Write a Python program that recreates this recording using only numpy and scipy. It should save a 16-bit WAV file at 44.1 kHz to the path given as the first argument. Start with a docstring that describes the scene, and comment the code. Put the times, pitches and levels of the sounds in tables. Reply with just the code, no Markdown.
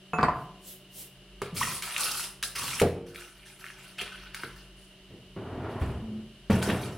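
"""Pieces of chocolate drop into a ceramic bowl: knocks, clatter and ringing tones. Palms hiss past each other.
Foil is gathered up with ticks, snaps and squeaks; a box is stood on the counter and its carton folded shut.
A drawer then rolls open on noisy rollers, drones as it glides, and bumps closed on rustling packets.
All along a fridge hums and hisses in the small room, whose echo follows the other sounds."""
import sys
import numpy as np
from scipy import signal
from scipy.fft import rfft, irfft, next_fast_len
from scipy.io import wavfile
from scipy.ndimage import uniform_filter1d

SR = 44100
rng = np.random.default_rng(int(sys.argv[2]) if len(sys.argv) > 2 else 0)


def output_pcm(signal):
    """Save a mono or channel-first signal as 16-bit PCM at the path in sys.argv[1].

    Samples are clipped to [-1, 1] before scaling.
    """
    pcm = np.clip(np.atleast_2d(signal).T, -1, 1) * 32767
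    wavfile.write(sys.argv[1], SR, np.round(pcm).astype(np.int16))


N = 307377
TIME = np.arange(N) / SR  # seconds

# Levels in the tables are relative: the functions may trim them further.
# Fridge and room air: colour of the noise [f/Hz, level/dB]
AIR_COLOUR = [(20, -7), (36, -2.5), (48, 13), (64, -21), (82, -12), (130, -2.5), (165, -7.5), (260, -13),
              (370, -2.5), (500, -18), (630, -10), (800, -19), (2200, -17), (2900, -16.5), (3800, -17.5),
              (7000, -31), (10500, -28), (16000, -53)]
AIR_DB = -56
# Steady tones of the fridge [f/Hz, level/dB]
FRIDGE_HUM = [(48.4, -64), (134.6, -64.5), (188.4, -60), (296.1, -81.5), (376.8, -69), (597.5, -72.5)]
# Narrow hiss of the fridge: colour [f/Hz, level/dB]
HISS_COLOUR = [(2300, -39), (2700, 5.5), (2880, 12.5), (3100, 8.5), (3700, -24)]
HISS_DB = -61.5
# How long the room's echo takes to fall 60 dB [f/Hz, fall time/s]
ROOM_FALL = [(100, 0.77), (260, 0.68), (700, 0.6), (2000, 0.47), (7000, 0.37), (14000, 0.31)]
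# How much spread-out sound differs between left and right [f/Hz, side level/dB]
STEREO_WIDTH = [(60, -22.5), (130, -45), (250, -34.5), (600, -25), (1300, -20), (2600, -14.5), (5000, -7),
                (14000, -4)]

# Drawer starting, reaching its stop and closing [t/s, knock level/dB, knock f/Hz, body level/dB]
DRAWER_KNOCKS = [(5.364, -27, 350, -41), (5.815, -18, 73, -33.5), (5.893, -23, 116, -40.5),
                 (6.4985, -10, 219, -21), (6.5075, -10.5, 211, -18), (6.530, -14.5, 111, -27),
                 (6.577, -44, 201, -31.5), (6.676, -12, 400, -32), (6.690, -13, 200, -21.5),
                 (6.706, -17, 295, -30), (6.745, -29, 336, -32.5)]
# Tones the drawer rings with [f/Hz, level/dB, time to fall 60 dB/s]
DRAWER_TONES = [(95.6, -7.5, 0.73), (130.5, -1, 0.49), (190, 8.5, 0.83), (219.5, 1, 0.33), (372, -2, 0.18),
                (401.4, 3, 0.26), (460, 7, 0.12), (1129, -2, 0.22)]
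# Colour of the drawer's many short, crowded tones [f/Hz, level/dB]
DRAWER_CLATTER_COLOUR = [(30, -35.5), (100, 10.5), (400, 7.5), (700, -1.5), (1300, -9.5), (2400, -9.5),
                         (4500, -25), (10000, -54), (16000, -46)]
# Pushes of the drawer [start t/s, held t/s, panel rumble level/dB, roller noise level/dB]
DRAWER_PUSHES = [(5.10, 0.045, -50.5, -60.5), (5.36, 0.25, -43, -45), (5.63, 0.21, -44.5, -41.5),
                 (5.88, 0.093, -47.5, -53.5), (6.0, 0.2, -54.5, -66.5), (6.52, 0.21, -38, -32.5),
                 (6.80, .13, -40.5, -50.5)]
# Colour of the shaking panels [f/Hz, level/dB]
RUMBLE_COLOUR = [(30, -4), (60, -3), (110, 14.5), (170, 1), (260, 5), (400, 3), (550, -6), (900, -20),
                 (2000, -56.5)]
# Colour of the rollers [f/Hz, level/dB]
ROLLER_COLOUR = [(300, -24.5), (650, 8.5), (1050, 4.5), (1400, 0), (2300, -9.5), (4000, -22.5),
                 (8000, -46.5)]
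# Drawer front droning as it glides [start t/s, held t/s, level/dB]
DRONE_GLIDE = [(6.01, 0.15, -37.5)]
# Tones in the drone [multiple of its pitch, level/dB]
DRONE_TONES = [(1, 1), (1.64, -15)]
DRONE_HZ, DRONE_SAG_HZ_PER_S = 220, 13  # it sinks as the drawer slows

# Fingers, then the box, meeting the counter [t/s, knock level/dB, knock f/Hz, body level/dB]
COUNTER_KNOCKS = [(1.4183, -25.5, 401, -37), (1.527, -31, 172.6, -53), (2.8152, -10.5, 409, -10),
                  (2.8345, -18, 270, -21), (2.8580, -20, 503, -26), (4.016, -38, 405, -48),
                  (4.436, -35, 358, -44)]
# Tones the counter rings with [f/Hz, level/dB, time to fall 60 dB/s]
COUNTER_TONES = [(90.5, 0.5, 0.15), (131, 1.5, 0.3), (147, -2.5, 0.1), (182.5, -9, 0.53), (215, -16, 0.26),
                 (270, -9, 0.089), (310, -11, 0.19), (352.4, -2.5, 0.48), (460, 5, 0.23), (491, -11, 0.43),
                 (608, -4, 0.14), (730, -17, 0.14), (827, -8, 0.13)]
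# Colour of the counter's many short, crowded tones [f/Hz, level/dB]
COUNTER_CLATTER_COLOUR = [(30, -34), (120, 2), (280, 3), (500, 1.5), (800, -4.5), (1300, -16), (2500, -21),
                          (5000, -32), (10000, -56), (16000, -45)]
# Hand and box dragging over the counter [start t/s, held t/s, level/dB]
COUNTER_DRAGS = [(1.54, 0.2, -38), (2.60, .17, -42.5)]
# Colour of the dragging [f/Hz, level/dB]
DRAG_NOISE_COLOUR = [(40, -33), (90, 2.5), (170, -2.5), (300, -11), (600, -19.5), (1200, -22.5)]

# Packets shifting in the drawer [start t/s, held t/s, flexing level/dB, fine crease level/dB]
PACKET_SHIFTS = [(5.69, .03, -60, -67), (5.795, 0.022, -58, -59), (6.498, 0.061, -43.5, -43),
                 (6.615, 0.088, -40.5, -41), (6.805, 0.034, -50, -52.5)]
# Folds of the carton [start t/s, held t/s, card flexing level/dB, fine crease level/dB]
CARTON_FOLDS = [(3.06, 0.012, -48.5, -52.5), (3.14, 0.087, -46.5, -49), (3.35, 0.12, -57.5, -64.5),
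                (3.45, 0.04, -57.5, -55.5), (3.585, .12, -51, -56.5), (3.77, 0.12, -55.5, -59),
                (3.975, 0.028, -38, -50), (4.11, 0.15, -51, -67.5), (4.335, 0.1, -48, -54),
                (4.55, 0.028, -57, -63), (4.76, .08, -80, -66.5)]
# Squeezes of the foil [start t/s, held t/s, sheet flexing level/dB, fine crease level/dB]
FOIL_SQUEEZES = [(1.416, .03, -39.5, -54), (1.562, 0.21, -38, -34), (1.605, 0.012, -30, -71),
                 (1.825, 0.25, -36, -38), (1.975, 0.27, -37.5, -31.5), (2.43, 0.0086, -58, -31.5),
                 (2.55, 0.28, -32.5, -34)]
# Colour of flexing card [f/Hz, level/dB]
CARD_FLEX_COLOUR = [(200, 8), (800, -9), (1100, -6.5), (1500, 0.5), (2000, -4.5), (2700, 0), (4000, -7.5),
                    (6000, -17), (9000, -43)]
# Colour of flexing foil [f/Hz, level/dB]
FOIL_FLEX_COLOUR = [(100, -2), (500, -4), (800, -7), (1200, 3), (1600, -4.5), (2600, 1.5), (4200, -6.5),
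                    (6000, -21), (9000, -46)]
# Colour of the fine creases [f/Hz, level/dB]
CREASE_COLOUR = [(2500, -6.5), (5000, 2.5), (7000, 0), (8800, 3.5), (9500, 3.5), (10500, 6), (11500, -2.5),
                 (13500, -4.5), (16000, -11)]
# Loudest buckles of foil and card [t/s, snap level/dB, f/Hz, crackle level/dB]
LOUD_SNAPS = [(1.4175, -23, 1190, -29), (1.5640, -31, 3150, -31), (1.8230, -29, 2250, -24),
              (1.9640, -15, 2640, -27), (2.0350, -19.5, 3730, -46), (2.196, -28, 1400, -49),
              (2.427, -68, 2000, -18.5), (2.4366, -16, 3850, -26.5), (2.799, -16.5, 2060, -18.5),
              (2.817, -14, 2400, -13.5), (3.147, -34, 2260, -39), (3.159, -24.5, 2400, -40),
              (3.6419, -27, 1750, -48), (3.665, -30, 2150, -57), (3.702, -33.5, 1730, -59),
              (3.9826, -43, 3000, -51), (3.9950, -25, 3000, -45), (4.013, -27, 1760, -28),
              (4.0780, -29, 2480, -50), (4.3457, -29.5, 1580, -28), (4.4346, -23, 1520, -38),
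              (6.6270, -30, 1670, -20), (6.7010, -15.5, 1820, -31)]
# Colour of the crackle around a snap [f/Hz, level/dB]
CRACKLE_COLOUR = [(500, -31), (1200, 8), (3000, 6), (6000, -1), (10500, 0), (12000, -8.5), (16000, -8.5)]
SNAP_CYCLES = 22.6  # a snapping facet falls 60 dB in this many cycles
# Fingertips squeaking under the foil [middle t/s, half length t/s, start f/Hz, end f/Hz, level/dB]
FINGER_SQUEAKS = [(1.616, 0.0038, 942, 1214, -18), (1.632, 0.0036, 1800, 2010, -22.5)]
# One palm sweeping over the other [middle t/s, level/dB]
PALM_SWEEPS = [(.41, -65.5), (.70, -47), (1.001, -44)]
# Colour of the palms [f/Hz, level/dB]
PALM_COLOUR = [(500, 0.5), (1500, -15.5), (3500, 0.5), (6000, -2), (10000, 5), (12000, 4), (16000, -1.5)]
BRUSH_HALF_S = 0.056  # from the middle of a sweep until it has fallen to 1/e

# Chocolate landing in the bowl [t/s, knock level/dB, knock f/Hz, body level/dB]
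BOWL_KNOCKS = [(.1335, -19, 920, -30), (.1862, -15.5, 1300, -22.5), (.2297, -9.5, 1150, -18),
               (.2440, -27, 169.4, -31), (.2850, -10, 1010, -26.5), (.2940, -13.5, 1030, -40)]
# Tones the bowl rings with [f/Hz, level/dB, time to fall 60 dB/s]
BOWL_TONES = [(166.5, -4.5, 0.63), (437, -5.5, 0.55), (726, -6.5, 0.82), (884, -1, 0.16), (1010, -22, .3),
              (1132, -5.5, 0.4), (1378, -1, 0.12), (1570, -7, 0.077), (2598, -1.5, 0.45),
              (6820, -22.5, .27), (9800, -26, 0.22)]
# Colour of the bowl's many short, crowded tones [f/Hz, level/dB]
BOWL_CLATTER_COLOUR = [(40, -13), (100, -1), (300, -3.5), (520, -7.5), (1100, -1), (1700, -9),
                       (2400, -19.5), (3400, -39), (4700, -43), (8000, -53), (16000, -54)]
# Hard edges of chocolate clicking on the glaze [t/s, level/dB]
EDGE_CLICKS = [(0.1847, -48), (0.21, -48), (0.229, -36), (.2660, -64), (0.284, -51)]
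# Colour of those clicks [f/Hz, level/dB]
GLAZE_COLOUR = [(1500, 2), (2400, -8), (3400, 5), (4700, 10), (5800, -8), (7000, 2), (8200, -8),
                (9500, -18), (16000, -30)]
# The small pieces' own ring [f/Hz, level/dB, time to fall 60 dB/s]
PIECE_TONES = [(4560, -10, .12), (4790, -9, .1), (5050, -13, .09), (8230, -18, .16)]

CLATTER_BUILD_S = 0.0033  # a blow spreads through the body in this time
LIMIT_DB, RECOVERY_DB_PER_S = -16.5, 6  # gain drops above this level, then creeps back
CUTOFF_HZ = 16000


def from_db(db):
    """Turn decibels into a plain multiplier."""
    return 10 ** (np.asarray(db) / 20)


def rms_one(x):
    """Scale a signal to an average strength (rms) of 1."""
    return x / np.sqrt(np.mean(x ** 2) + 1e-20)


def at_hz(points, hz):
    """Read a table between its rows, with frequency on a log scale as in hearing."""
    known, values = np.transpose(points)
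    return np.interp(np.log(np.maximum(hz, 1)), np.log(known), values)


def level(rows, attack_s, slope_db_per_s, release_s, column=2):
    """Loudness of gestures: each rises, swells or sags while held, then falls 60 dB over the release."""
    gain = np.zeros(N)
    for row in rows:
        age, held = TIME - row[0], row[1]
        swell_db = slope_db_per_s * np.clip(age, 0, held)
        fall_db = 60 * np.clip((age - held) / release_s, 0, 2)
        gain += np.clip(age / attack_s, 0, 1) * from_db(row[column] + swell_db - fall_db)
    return gain


def drift(rate):
    """Smooth random wandering with spread 1, heading for a new value `rate` times a second."""
    knots = rng.standard_normal(8192)
    return rms_one(np.interp(TIME * rate, np.arange(len(knots)), knots))


def coloured(x, spectrum, size=8192):
    """Filter with no sound ahead of its input (minimum phase), keeping the power of white noise."""
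    cepstrum = irfft(np.log(from_db(at_hz(spectrum, np.fft.rfftfreq(size, 1 / SR)))))
    # folding the second half onto the first puts the response after its input
    cepstrum[1:size // 2] *= 2
    cepstrum[size // 2 + 1:] = 0
    response = irfft(np.exp(rfft(cepstrum)))
    return signal.oaconvolve(x, response / np.linalg.norm(response))[:len(x)]


def spread(mid, side):
    """Two close microphones hear the same bass and different treble."""
    size = next_fast_len(2 * len(side))
    width = from_db(at_hz(STEREO_WIDTH, np.fft.rfftfreq(size, 1 / SR)))
    side = irfft(rfft(side, size) * width, size)[:len(mid)]
    return np.array([mid + side, mid - side])


def add(track, s, sound):
    """Mix a sound into a track at a time in seconds."""
    start = round(s * SR)
    track[start:start + len(sound)] += sound[:N - start]


def dying(t60):
    """A fade that falls 60 dB in t60 seconds, cut off after 0.7 s."""
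    return from_db(-60 * TIME[:SR * 7 // 10] / t60)


def ring(hz, t60):
    """One struck tone dying away."""
    decay = dying(t60)
    return decay * np.sin(2 * np.pi * hz * TIME[:len(decay)])


def burst(t60):
    """Many crowded tones dying together, made from fading noise."""
    decay = dying(t60)
    return decay * rng.standard_normal(len(decay))


def grains(per_s, size_db, clump_db, clump_rate):
    """Tiny slips of uneven size that come in clumps; their slow level is evened."""
    signs = rng.choice([-1, 1], N)
    sizes = from_db(size_db * np.minimum(rng.exponential(1, N), 4)) * signs
    happens = rng.random(N) < per_s / SR
    clicks = sizes * happens * from_db(clump_db * drift(clump_rate))
    return clicks / np.sqrt(np.abs(uniform_filter1d(clicks ** 2, size=2048)) + 1e-4)


def fridge():
    """A fridge gives a wavering hum and a narrow hiss, heard with the air of the room."""
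    air = []
    for air_noise, hiss_noise in rng.standard_normal((2, 2, N)):
        hiss = from_db(HISS_DB) * coloured(hiss_noise, HISS_COLOUR)
        air.append(from_db(AIR_DB) * coloured(air_noise, AIR_COLOUR) + hiss)
    hum = np.zeros(N)
    for hz, db in FRIDGE_HUM:
        strength = from_db(db + 2.05 * drift(3.44)) * np.sqrt(2)
        hum += strength * np.sin(2 * np.pi * hz * TIME + .5 * drift(4))
    return spread(air[0], from_db(6.5) * air[1]) + hum


def kitchen_echo(build_s):
    """Echo of the tiled room, each octave dying at its own pace; total energy 1."""
    t = TIME[:32768]
    hz, white = np.fft.rfftfreq(len(t), 1 / SR), rfft(rng.standard_normal(len(t)))
    octave = np.round(np.log2(np.clip(hz, 64, 16384)))
    tail = np.zeros(len(t))
    for k in np.unique(octave):
        tail += irfft(white * (octave == k)) * from_db(-60 * t / at_hz(ROOM_FALL, 2 ** k))
    tail *= 1 - np.exp(-t / build_s)
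    return tail / np.linalg.norm(tail)


def in_kitchen(x, wet_db, near_db):
    """Direct sound, quick sideways reflections off counter and wall, and the room's echo."""
    near = burst(.09) * (1 - dying(.02))
    mid = from_db(wet_db) * kitchen_echo(build_s=0.00043)
    side = from_db(wet_db) * kitchen_echo(build_s=0.0013)
    side[:len(near)] += from_db(near_db) * near / np.linalg.norm(near)
    return x + signal.oaconvolve(x[None], spread(mid, side), axes=1)[:, :N]


def blows(rows, modes, clatter_colour, clatter_t60, soft_hz, cycles, ring_db, damped_db):
    """A blow gives a short knock, a clatter of crowded tones and the body's ring, damped after the first."""
    body = 0
    for k, (hz, db, t60) in enumerate(modes):
        body = body + from_db(db) * ring(hz, t60) * (-1) ** k
    # a yielding contact rounds the start of the knock
    softener = signal.butter(2, soft_hz, fs=SR, output="sos")
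    tones, clatter = np.zeros((2, N))
    for k, (s, knock_db, hz, body_db) in enumerate(rows):
        knock = signal.sosfilt(softener, ring(hz, cycles / hz))
        body_gain = from_db(body_db + ring_db + damped_db * (k > 0))
        add(tones, s, from_db(knock_db) * knock + body_gain * body)
        add(clatter, s, from_db(body_db) * burst(clatter_t60) * (1 - dying(CLATTER_BUILD_S)))
    return tones + coloured(clatter, clatter_colour)


def drawer_roll(rumble_db, roller_db, attack_s, swell_db_per_s, release_s):
    """Rollers run over small bumps and shake the panels, louder as each push gathers speed."""
    rumble = coloured(grains(1500, 1.3, clump_db=-2.0, clump_rate=75), RUMBLE_COLOUR)
    rumble *= level(DRAWER_PUSHES, attack_s, swell_db_per_s, release_s, column=2)
    rollers = coloured(grains(7000, 0.92, clump_db=-0.5, clump_rate=130), ROLLER_COLOUR)
    rollers *= level(DRAWER_PUSHES, attack_s, swell_db_per_s, release_s, column=3)
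    return from_db(rumble_db) * rumble + from_db(roller_db) * rollers


def drawer_drone():
    """On the slow glide the runners make the front panel drone."""
    sag_hz = DRONE_SAG_HZ_PER_S * (TIME - DRONE_GLIDE[0][0])
    waver_hz = 2.5 * drift(50)
    phase = 2 * np.pi * np.cumsum(DRONE_HZ - sag_hz + waver_hz) / SR
    drone = sum(from_db(db) * np.sin(ratio * phase) for ratio, db in DRONE_TONES)
    loudness = level(DRONE_GLIDE, attack_s=0.023, slope_db_per_s=25, release_s=0.48)
    return drone * loudness * from_db(drift(65))


def drawer():
    """The drawer knocks as it starts, stops and closes, and rolls in between."""
    knocks = blows(DRAWER_KNOCKS, DRAWER_TONES, DRAWER_CLATTER_COLOUR, clatter_t60=0.27,
                   soft_hz=545, cycles=12.7, ring_db=-6.5, damped_db=-6)
    return knocks + drawer_roll(rumble_db=1.5, roller_db=-5, attack_s=0.0051,
                                swell_db_per_s=20, release_s=0.5)


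def counter():
    """Fingers and box knock on the counter, and rub a dull noise out of it when dragged."""
    knocks = blows(COUNTER_KNOCKS, COUNTER_TONES, COUNTER_CLATTER_COLOUR, clatter_t60=0.17,
                   soft_hz=1300, cycles=34, ring_db=-5, damped_db=-2)
    loudness = level(COUNTER_DRAGS, attack_s=0.019, slope_db_per_s=-27, release_s=0.22)
    return knocks + loudness * coloured(rng.standard_normal(N), DRAG_NOISE_COLOUR)


def facets(clicks, cycles, count=16):
    """Each slip rings one facet of the sheet, small or large, for a few cycles."""
    dealt, out = rng.integers(0, count, N), np.zeros(N)
    for k, hz in enumerate(np.geomspace(700, 7000, count)):
        # r sets how fast the facet dies, w its pitch
        r, w = from_db(-60 * hz / (cycles * SR)), 2 * np.pi * hz / SR
        own_clicks = clicks * (dealt == k) + 1e-18
        out += signal.lfilter([1 - r, 0, r - 1], [1, -2 * r * np.cos(w), r * r], own_clicks)
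    return out


def crumple(gestures, flex_colour, per_s, size_db, cycles, flex_db, crease_db, attack_s,
            flex_slope_db, crease_slope_db, release_s):
    """Facets flex while fine creases tick above them; each swells or eases (dB/s) during a squeeze."""
    slips = grains(per_s, size_db, clump_db=2.0, clump_rate=90)
    flex = rms_one(coloured(facets(slips, cycles), flex_colour))
    creases = coloured(grains(per_s * 2.6, size_db, clump_db=2.0, clump_rate=110), CREASE_COLOUR)
    flex *= level(gestures, attack_s, flex_slope_db, release_s, column=2)
    creases *= level(gestures, attack_s, crease_slope_db, release_s, column=3)
    return from_db(flex_db) * flex + from_db(crease_db) * creases


def packets():
    """Packets in the drawer flex and crease as they shift."""
    return crumple(PACKET_SHIFTS, CARD_FLEX_COLOUR, per_s=1500, size_db=-0.5, cycles=36, flex_db=1.5,
                   crease_db=2, attack_s=0.01, flex_slope_db=1, crease_slope_db=-43, release_s=0.59)


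def carton():
    """Card flexes and creases as the carton is folded shut."""
    return crumple(CARTON_FOLDS, CARD_FLEX_COLOUR, per_s=1800, size_db=2.2, cycles=30, flex_db=-2.0,
                   crease_db=-0.5, attack_s=0.012, flex_slope_db=13, crease_slope_db=3, release_s=0.48)


def foil():
    """Thin foil flexes and creases as it is squeezed together."""
    return crumple(FOIL_SQUEEZES, FOIL_FLEX_COLOUR, per_s=1600, size_db=2.0, cycles=22.0, flex_db=-6.0,
                   crease_db=-3, attack_s=0.0073, flex_slope_db=-4, crease_slope_db=-16.5, release_s=0.26)


def snaps(crackle_t60, overtone_db, build_s, crack_db, crack_t60):
    """A facet flips over with a crack, rings on three tones and sprays crackle that builds and dies."""
    pops, spray = np.zeros((2, N))
    for s, snap_db, hz, crackle_db in LOUD_SNAPS:
        t60 = SNAP_CYCLES / hz
        neighbours = ring(hz * 0.69, t60) + ring(hz * 1.45, t60)
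        add(pops, s, from_db(snap_db) * (ring(hz, t60) - from_db(overtone_db) * neighbours))
        # the crackle starts to build just before the crack
        crackle = burst(crackle_t60) * (1 - dying(7 * build_s)) ** 2
        add(spray, s - build_s / 2, from_db(crackle_db) * crackle)
        add(spray, s, from_db(crackle_db + crack_db) * burst(crack_t60))
    return pops + coloured(spray, CRACKLE_COLOUR)


def squeaks():
    """Skin sticks and slips in short rising chirps."""
    out = np.zeros(N)
    for s, half, start_hz, end_hz, db in FINGER_SQUEAKS:
        hz = np.interp(TIME, [s - half, s + half], [start_hz, end_hz])
        loudness = from_db(db - 9.3 * ((TIME - s) / half) ** 2)
        out += loudness * np.sin(2 * np.pi * np.cumsum(hz) / SR)
    return out


def palms():
    """Skin hisses as the hands pass, loudest in the middle of each sweep."""
    sweeps = sum(from_db(db) * np.exp(-((TIME - s) / BRUSH_HALF_S) ** 2) for s, db in PALM_SWEEPS)
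    return sweeps * coloured(rng.standard_normal(N), PALM_COLOUR)


def reshaped(x, swell_db, count=14):
    """As the sheet changes shape, its frequency bands swell and fade one by one."""
    size = next_fast_len(N)
    edges = np.geomspace(600, 17000, count + 1)
    band, spectrum = np.searchsorted(edges, np.fft.rfftfreq(size, 1 / SR)), rfft(x, size)
    gains = from_db(swell_db * np.array([drift(28) for k in range(count + 2)]))
    gains /= np.sqrt(np.mean(gains ** 2, axis=0))  # even out the bands' shared swell
    return sum(gain * irfft(spectrum * (band == k), size)[:N] for k, gain in enumerate(gains))


def hands():
    """Palms, foil, carton and packets with shifting tone, plus squeaks and snaps."""
    rustle = reshaped(palms() + foil() + carton() + packets(), swell_db=2.5)
    cracks = snaps(crackle_t60=0.036, overtone_db=-8, build_s=0.003, crack_db=-5.5, crack_t60=0.016)
    return rustle + squeaks() + cracks


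def glaze_clicks(t60):
    """A bright scatter where a hard edge meets the glaze, and the piece's own short ring."""
    scatter, rings = np.zeros((2, N))
    for s, db in EDGE_CLICKS:
        add(scatter, s, from_db(db) * burst(t60))
        for hz, mode_db, mode_t60 in PIECE_TONES:
            add(rings, s, from_db(db + mode_db + rng.normal(0, 1.4)) * ring(hz, mode_t60))
    return coloured(scatter, GLAZE_COLOUR) + rings


def bowl():
    """Falling chocolate makes the ceramic bowl knock and ring, with clicks on its glaze."""
    knocks = blows(BOWL_KNOCKS, BOWL_TONES, BOWL_CLATTER_COLOUR, clatter_t60=0.15,
                   soft_hz=2400, cycles=20.3, ring_db=-0.5, damped_db=-35.5)
    return knocks + glaze_clicks(t60=0.034)


def scene():
    """Drawer, counter, hands and bowl sound in the kitchen over the fridge."""
    furniture = in_kitchen(counter() + drawer(), wet_db=-9.0, near_db=2.5) + drawer_drone()
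    handling = in_kitchen(hands(), wet_db=-6.0, near_db=2.5)
    return fridge() + furniture + handling + in_kitchen(bowl(), wet_db=-7.5, near_db=6.5)


def record(dry):
    """The loudest knocks turn the gain down and it creeps back; the deepest bass and the top are cut."""
    dry = signal.sosfilt(signal.butter(2, 28, "high", fs=SR, output="sos"), dry)
    power = uniform_filter1d(np.mean(dry ** 2, axis=0), size=400)
    over_db = np.maximum(10 * np.log10(np.abs(power) + 1e-12) - LIMIT_DB, 0)
    # hold the largest cut so far, letting it shrink steadily
    recovered_db = RECOVERY_DB_PER_S * TIME
    cut_db = np.maximum.accumulate(over_db + recovered_db) - recovered_db
    dry = dry * from_db(-uniform_filter1d(cut_db, size=64))
    return signal.sosfilt(signal.ellip(10, .2, 80, CUTOFF_HZ, fs=SR, output="sos"), dry)


dry = scene()
out = record(dry)
output_pcm(out)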